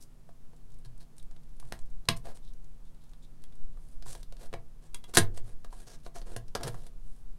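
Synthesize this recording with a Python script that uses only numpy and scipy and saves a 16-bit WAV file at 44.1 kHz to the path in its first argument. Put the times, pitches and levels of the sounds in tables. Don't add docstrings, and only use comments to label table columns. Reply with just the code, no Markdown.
import sys
import numpy as np
from scipy import signal
from scipy.fft import rfft, irfft
from scipy.io import wavfile
from scipy.ndimage import uniform_filter1d

SR = 44100
rng = np.random.default_rng(int(sys.argv[2]) if len(sys.argv) > 2 else 0)


def unload_audio(sound):
    columns = np.transpose(np.atleast_2d(sound))
    steps = np.round(np.clip(columns, -1, 1) * 32767)
    wavfile.write(sys.argv[1], SR, steps.astype(np.int16))


N = 325458

# (frequency [Hz], density [dB per Hz])
AIR_SPECTRUM = [(1, -41), (5, -45.5), (16, -58), (25, -56), (35, -69.5), (50, -79.5), (100, -84.5),
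                (160, -85.5), (220, -92.5), (330, -95.5), (600, -101.5), (1000, -105), (2000, -113),
                (4000, -115), (10000, -116), (13000, -120), (16000, -125)]
# (time [s], level [dB])
RUMBLE_SWELL = [(0.0, -57.5), (0.9, -48.5), (1.17, -60), (1.31, -44), (3.55, -53.5), (3.64, -43),
                (5.14, -51), (5.18, -37.5), (5.88, -52), (6.19, -44.5), (7.36, -47), (7.38, -44.5)]
# (frequency [Hz], level [dB])
FAN_HUM = [(150.7, -66.5), (183, -80), (242, -73)]
BANDS_HZ = [330, 1100, 3500, 8500]
# (frequency [Hz], gain [dB])
PLASTIC_COLOUR = [(40, -19), (100, -1.5), (170, -2), (260, -3.5), (380, -4.5), (520, -0.5), (720, -1),
                  (1700, -4.5), (2300, -6), (4000, -1.5), (7000, -3), (8900, -1), (11500, -6), (13000, -12),
                  (15500, -19.5)]
# (start [s], end [s], level [dB], brightness [dB per octave], favoured by the spot [Hz])
RUBS = [(0, 0.052, -61.5, 5.5, 5240), (0.843, 0.872, -54, -2, 4280), (0.992, 1.045, -58, -1, 4450),
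        (1.593, 1.828, -62, -4, 9100), (2.161, 2.18, -46.5, -0.5, 8750), (2.228, 2.34, -49, -4, 734),
        (2.341, 2.378, -55, -2.5, 8700), (3.744, 4, -69, 0, 10020), (4.048, 4.157, -46, -0.9, 7900),
        (4.145, 4.229, -58, -2, 8750), (4.376, 4.484, -50, -2.2, 580), (4.81, 4.89, -60.5, -4, 7970),
        (5.075, 5.121, -53.5, -4.5, 8600), (5.134, 5.177, -31.5, -0.5, 1650), (5.336, 5.391, -52, -3, 8300),
        (5.423, 5.55, -58, -3.5, 9400), (5.694, 5.867, -55, -3, 9300), (5.849, 5.976, -50.5, -2.5, 6060),
        (6.04, 6.082, -54.5, -1.5, 4720), (6.137, 6.207, -46.5, -3, 6500), (6.212, 6.231, -49, -4, 4400),
        (6.245, 6.368, -51.5, -5, 8600), (6.588, 6.644, -49, -5.5, 730), (6.626, 6.665, -38.5, -4, 940),
        (6.658, 6.696, -35.5, -4, 1550), (6.68, 6.907, -57, -1.5, 686), (7.0, 7.254, -71, 0.5, 9750)]
# (start [s], end [s])
FIDGETS = [(.1, 2), (1.7, 3.6), (5.7, 6.35)]
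# (time [s], energy [dB], favoured by the spot [Hz])
KNOCKS = [(.291, -19.5, 640), (.5327, -22.5, 500), (1.6267, -18.5, 1190), (2.0886, 6.5, 1030),
          (3.772, -21.5, 1150), (4.0625, -14, 970), (5.7272, -12, 966), (6.0641, -12.5, 685),
          (6.1625, -9.5, 700), (6.5535, 3, 1415), (6.555, 4.5, 690), (6.61, -5.5, 700),
          (6.7439, -7.5, 1500)]
KNOCK_COLOUR = [0, 0.5, -21, -21]
# (time [s], frequency [Hz], level [dB])
THUMPS = [(0.859, 117, -43.5), (1.635, 119.2, -45.5), (2.087, 112, -35), (4.067, 118, -45),
          (4.536, 115.3, -43.5), (5.205, 99.5, -22.5), (5.43, 108, -41), (6.362, 113.7, -37),
          (6.641, 134.2, -33), (6.673, 111, -33)]
# (time [s], level [dB], loss of the higher modes [dB per octave])
TRAY_RELEASES = [(2.088, -25.5, 5.5), (5.172, -19.5, -1.5)]
# (frequency [Hz], level [dB], t60 [s])
TRAY_BENDING = [(150, -0.5, .18), (181, -0.5, .13), (226.6, 0, 0.1), (335.4, 0, 0.099), (420, -6, .14)]
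# (time [s], energy [dB], brightness [dB per octave],
# rattle against the first crack [dB], favoured by the spot [Hz])
CLICKS = [(1.182, -30, 2.5, 0, 9000), (1.2275, -34.5, 1.5, -6, 8860), (1.3122, -31, -3.5, -5, 7340),
          (1.3642, -31, -4, 1, 3590), (1.598, -23.5, 0, 16.5, 9860), (1.7236, -5.5, -3.5, -8.5, 1940),
          (1.7908, -28, -0.5, -2.5, 7700), (2.0548, -32.5, -1.5, -6.5, 4170), (2.0873, 5.5, -1.5, 0, 4000),
          (2.0881, 9, -1.76, -6.5, 2720), (2.2543, -20.5, -3, 7, 599), (2.3727, -26, -3, -5.5, 8550),
          (3.134, -31, -3, 6, 3470), (3.4395, -26.5, -0.5, -15, 10300), (3.524, -34.5, -3.5, 4, 3570),
          (4.0247, -22, -3, -2, 4900), (4.15, -16, -2, 15, 920), (4.2308, -25, 1.8, -5, 4150),
          (4.3244, -21.5, -2.5, -4, 577), (4.368, -29.5, -1.5, -4, 4470), (4.5292, -16.5, -6, -7, 3600),
          (4.5381, -9.5, -6.5, 2, 2310), (4.9454, -12, 0.1, 0, 9000), (5.041, -22, -0.6, 1, 3380),
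          (5.1386, -9.5, -2.5, 6.5, 1550), (5.1481, -5.5, 2, 5.5, 8750), (5.1547, -3.5, 0.5, 0.5, 4470),
          (5.1714, 18, -0.45, -5, 1720), (5.174, 11.5, -1, 4, 3860), (5.1767, 5.5, 0, 2.5, 10500),
          (5.1845, 8.5, -0.5, 3, 9300), (5.3751, -15.5, -3, 4, 8100), (5.6455, -19, -3.5, 8.5, 1160),
          (6.0643, -21.5, -5.5, -7, 4000), (6.3639, -7.5, -3.5, 2.5, 9900), (6.482, -30, -1, 0, 5370),
          (6.551, -2, -2.5, 8, 5320), (6.6321, -8, -0.5, 13, 5100), (6.677, -10, -1, 15, 9500),
          (6.8662, -23.5, -2, 5, 10200)]
# (start [s], end [s], level [dB])
SQUEAKS = [(1.196, 1.204, -52), (2.41, 2.522, -62.5), (2.84, 2.9, -70), (2.995, 3.08, -68),
           (3.217, 3.262, -61)]
SQUEAK_COLOUR = [-12, -18, -1.5, -8.5]
# (time [s], level [dB])
DISC_FLEXES = [(2.086, -31.5), (3.441, -66), (4.946, -48), (5.04, -53)]
# (frequency [Hz], level [dB], t60 before the cap in ring() [s])
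DISC_MODES = [(983, -5, 0.24), (1200, -7.5, .09), (2050, -4.5, 0.071), (2726, -6.5, .08), (3250, 0, 0.057),
              (3340, -0.5, .08)]
# (frequency [Hz], relative level [dB], t60 before the cap in ring() [s])
CASE_MODES = [(341.3, 4, 0.11), (484, 0, 0.073), (672, -2, 0.15), (928, 0, .08), (1065, -7, 0.055),
              (1333.5, -4, .08), (1640, 3, .07), (2320, -8.5, 0.1), (3850, -1, 0.027), (4350, -5, 0.024),
              (8190, -3.5, 0.094), (8590, 1.5, 0.073)]
# (frequency [Hz], t60 [s])
ROOM_DECAY = [(100, 0.97), (260, 0.15), (700, 0.18), (1840, 0.16), (4850, 0.12), (10500, 0.1),
              (13500, 0.19)]


def amp(db):
    return 10 ** (np.asarray(db) / 20)


def evened(x):
    return x / np.sqrt(np.mean(x ** 2) + 1e-20)


def unit(x):
    return x / np.linalg.norm(x)


def read(points, hz):
    f, value = np.transpose(points)
    return np.interp(np.log(hz + 1), np.log(f + 1), value)


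def add(mix, s, sound):
    part = mix[max(round(s * SR), 0):][:len(sound)]
    part += sound[:len(part)]


def wander(count, per_s):
    at = np.arange(count) * per_s / SR
    return np.interp(at, np.arange(4096), rng.standard_normal(4096))


def noise(points):
    spectrum = rfft(rng.standard_normal(N))
    gain = amp(read(points, np.fft.rfftfreq(N, 1 / SR)))
    return np.sqrt(SR / 2) * irfft(spectrum * gain, N)


def background(waver=0.55, follow=0.87, rumble_hz=70):
    t = np.arange(N) / SR
    hum = np.zeros(N)
    for hz, db in FAN_HUM:
        phase = 2 * np.pi * hz * t + waver * wander(N, per_s=12)
        hum += amp(db) * evened(np.sin(phase))
    air = noise(AIR_SPECTRUM)
    rumble = signal.sosfiltfilt(signal.butter(2, rumble_hz, fs=SR, output="sos"), air)
    swell_db = np.interp(t, *np.transpose(RUMBLE_SWELL))
    swell = amp(follow * (swell_db - swell_db.mean()))
    return air + rumble * (swell - 1) + hum


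def contact(band_db, spot_hz, spot_db=7, spot_width=0.11, dulling=0.61, gentle_db=-15, size=2048):
    hz = np.fft.rfftfreq(size, 1 / SR)
    spot_bump_db = spot_db / (1 + ((hz / spot_hz - 1) / spot_width) ** 2)
    excess_db = max(band_db[-1] - gentle_db, 0)
    top_db = -dulling * excess_db * np.clip((hz - 11500) / 3000, 0, 1)
    bands_db = read(list(zip(BANDS_HZ, band_db)), hz)
    log_gain = np.log(amp(bands_db + read(PLASTIC_COLOUR, hz) + spot_bump_db + top_db))
    circle = np.concatenate([log_gain, log_gain[-2:0:-1]])
    return np.fft.ifft(np.exp(np.conj(signal.hilbert(circle)))).real


def tilted(db, brightness, shape_db, pivot_hz=2500):
    return db + brightness * np.log2(np.divide(BANDS_HZ, pivot_hz)) + np.array(shape_db)


def friction(slips_per_s=1000, spread_db=4, smooth_db=-2, uneven_db=2.5):
    sizes = amp(spread_db * np.minimum(rng.exponential(1, N), 3))
    signed_sizes = sizes * rng.choice([-1, 1], N)
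    slips = evened(signed_sizes * (rng.random(N) < slips_per_s / SR))
    hiss = amp(smooth_db) * rng.standard_normal(N)
    pressure = amp(uneven_db * wander(N, per_s=200))
    return (slips + hiss) * pressure


def stroke(slips, start, end, edge=0.59):
    part = slips[max(round(start * SR), 0):round(end * SR)]
    return evened(part * signal.windows.tukey(len(part), edge))


def rubs(shape_db=(-2, -3.8, -4.8, -2.8)):
    slips, out = friction(), np.zeros(N)
    for start, end, db, brightness, spot_hz in RUBS:
        pulse = contact(tilted(db, brightness, shape_db), spot_hz, spot_db=6.5, spot_width=.25)
        add(out, start, signal.fftconvolve(stroke(slips, start, end), pulse))
    return out


def rattle(t60, count=4096):
    fade = amp(-60 * np.arange(count) / SR / t60)
    chatter = rng.standard_normal(count) * fade
    for _ in range(4):
        z = rfft(chatter)
        chatter = irfft(z / (abs(z) + 1e-12))
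        chatter *= fade / np.sqrt(abs(uniform_filter1d(chatter ** 2, 64)) + 1e-12)
    return unit(chatter)


def fidgets(band_db=(-39, -44, -42, -40), spread_db=4, count=14):
    out = np.zeros(N)
    for start, end in FIDGETS:
        for when, spot, *colour in rng.random((count, 6)):
            tick_db = np.add(band_db, spread_db * (2 * np.array(colour) - 1))
            tick = contact(tick_db, spot_hz=3000 + 8000 * spot)
            add(out, start + when * (end - start), np.convolve(rattle(t60=0.039), tick))
    return out


def blow(rattle_db, crack_t60, rattle_t60, lag_s=.0008, chatter_db=2.0):
    out, shell = rattle(crack_t60), rattle(rattle_t60)
    uneven = unit(shell * amp(chatter_db * wander(len(shell), per_s=700)))
    add(out, lag_s, amp(rattle_db) * uneven)
    return unit(out)


def knocks(rattle_db=1.5):
    out = np.zeros(N)
    for s, db, spot_hz in KNOCKS:
        hit = blow(rattle_db, crack_t60=0.0084, rattle_t60=0.045)
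        add(out, s, signal.fftconvolve(hit, contact(np.add(KNOCK_COLOUR, db), spot_hz)))
    return out


def boom(hz, db, t60, rise_s=.005):
    t = np.arange(SR // 2) / SR
    return amp(db - 60 * t / t60) * (1 - np.exp(-t / rise_s)) * np.sin(2 * np.pi * hz * t)


def table(t60=.33):
    out = np.zeros(N)
    for s, hz, db in THUMPS:
        add(out, s, boom(hz, db, t60))
    lowest_hz = TRAY_BENDING[0][0]
    for s, db, loss_db in TRAY_RELEASES:
        for hz, mode_db, mode_t60 in TRAY_BENDING:
            level_db = db + mode_db - loss_db * np.log2(hz / lowest_hz)
            add(out, s, boom(hz, level_db, mode_t60))
    return out


def clicks(shape_db=(-1.3, -.8, -.4, -2)):
    out = np.zeros(N)
    for s, db, brightness, rattle_db, spot_hz in CLICKS:
        pulse = contact(tilted(db, brightness, shape_db), spot_hz, spot_db=8, spot_width=.14)
        hit = blow(rattle_db, crack_t60=0.0072, rattle_t60=.034)
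        add(out, s, signal.fftconvolve(hit, pulse))
    return out


def squeaks(squeak_hz=3700):
    slips, out = friction(), np.zeros(N)
    for start, end, db in SQUEAKS:
        pulse = contact(np.add(SQUEAK_COLOUR, db), squeak_hz, spot_db=9.5, spot_width=0.084)
        add(out, start, signal.fftconvolve(stroke(slips, start, end), pulse))
    return out


def ring(modes, longest_t60=.14):
    t = np.arange(SR // 3) / SR
    out = np.zeros(len(t))
    for hz, db, t60 in modes:
        fade = amp(db - 60 * t / min(t60, longest_t60))
        out += fade * np.sin(2 * np.pi * (hz * t + rng.random()))
    return out


def disc():
    out = np.zeros(N)
    for s, db in DISC_FLEXES:
        add(out, s, amp(db) * ring(DISC_MODES))
    return out


def case(x):
    return x + amp(-18) * signal.fftconvolve(x, unit(ring(CASE_MODES)))[:N]


def room(x, wet_db=-8, build_s=0.0064):
    t = np.arange(SR // 2) / SR
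    taps = rng.choice([-1., 1.], len(t)) * (1 - np.exp(-(t / build_s) ** 2))
    hz, when, z = signal.stft(taps, SR, nperseg=256)
    decay = amp(-60 * when / read(ROOM_DECAY, hz)[:, None])
    tail = signal.istft(z * decay, SR, nperseg=256)[1]
    return x + amp(wet_db) * signal.fftconvolve(x, unit(tail))[:N]


def scene():
    contacts = clicks() + knocks() + rubs() + squeaks() + fidgets()
    in_room = room(case(contacts) + disc())
    return (in_room + table() + background())[None]


def record(dry, edge_hz=15950):
    low_pass = signal.firwin(511, edge_hz, window=("kaiser", 9), fs=SR)
    return signal.oaconvolve(np.clip(dry, -.9, .9), low_pass[None], "same")


dry = scene()
out = record(dry)
unload_audio(out)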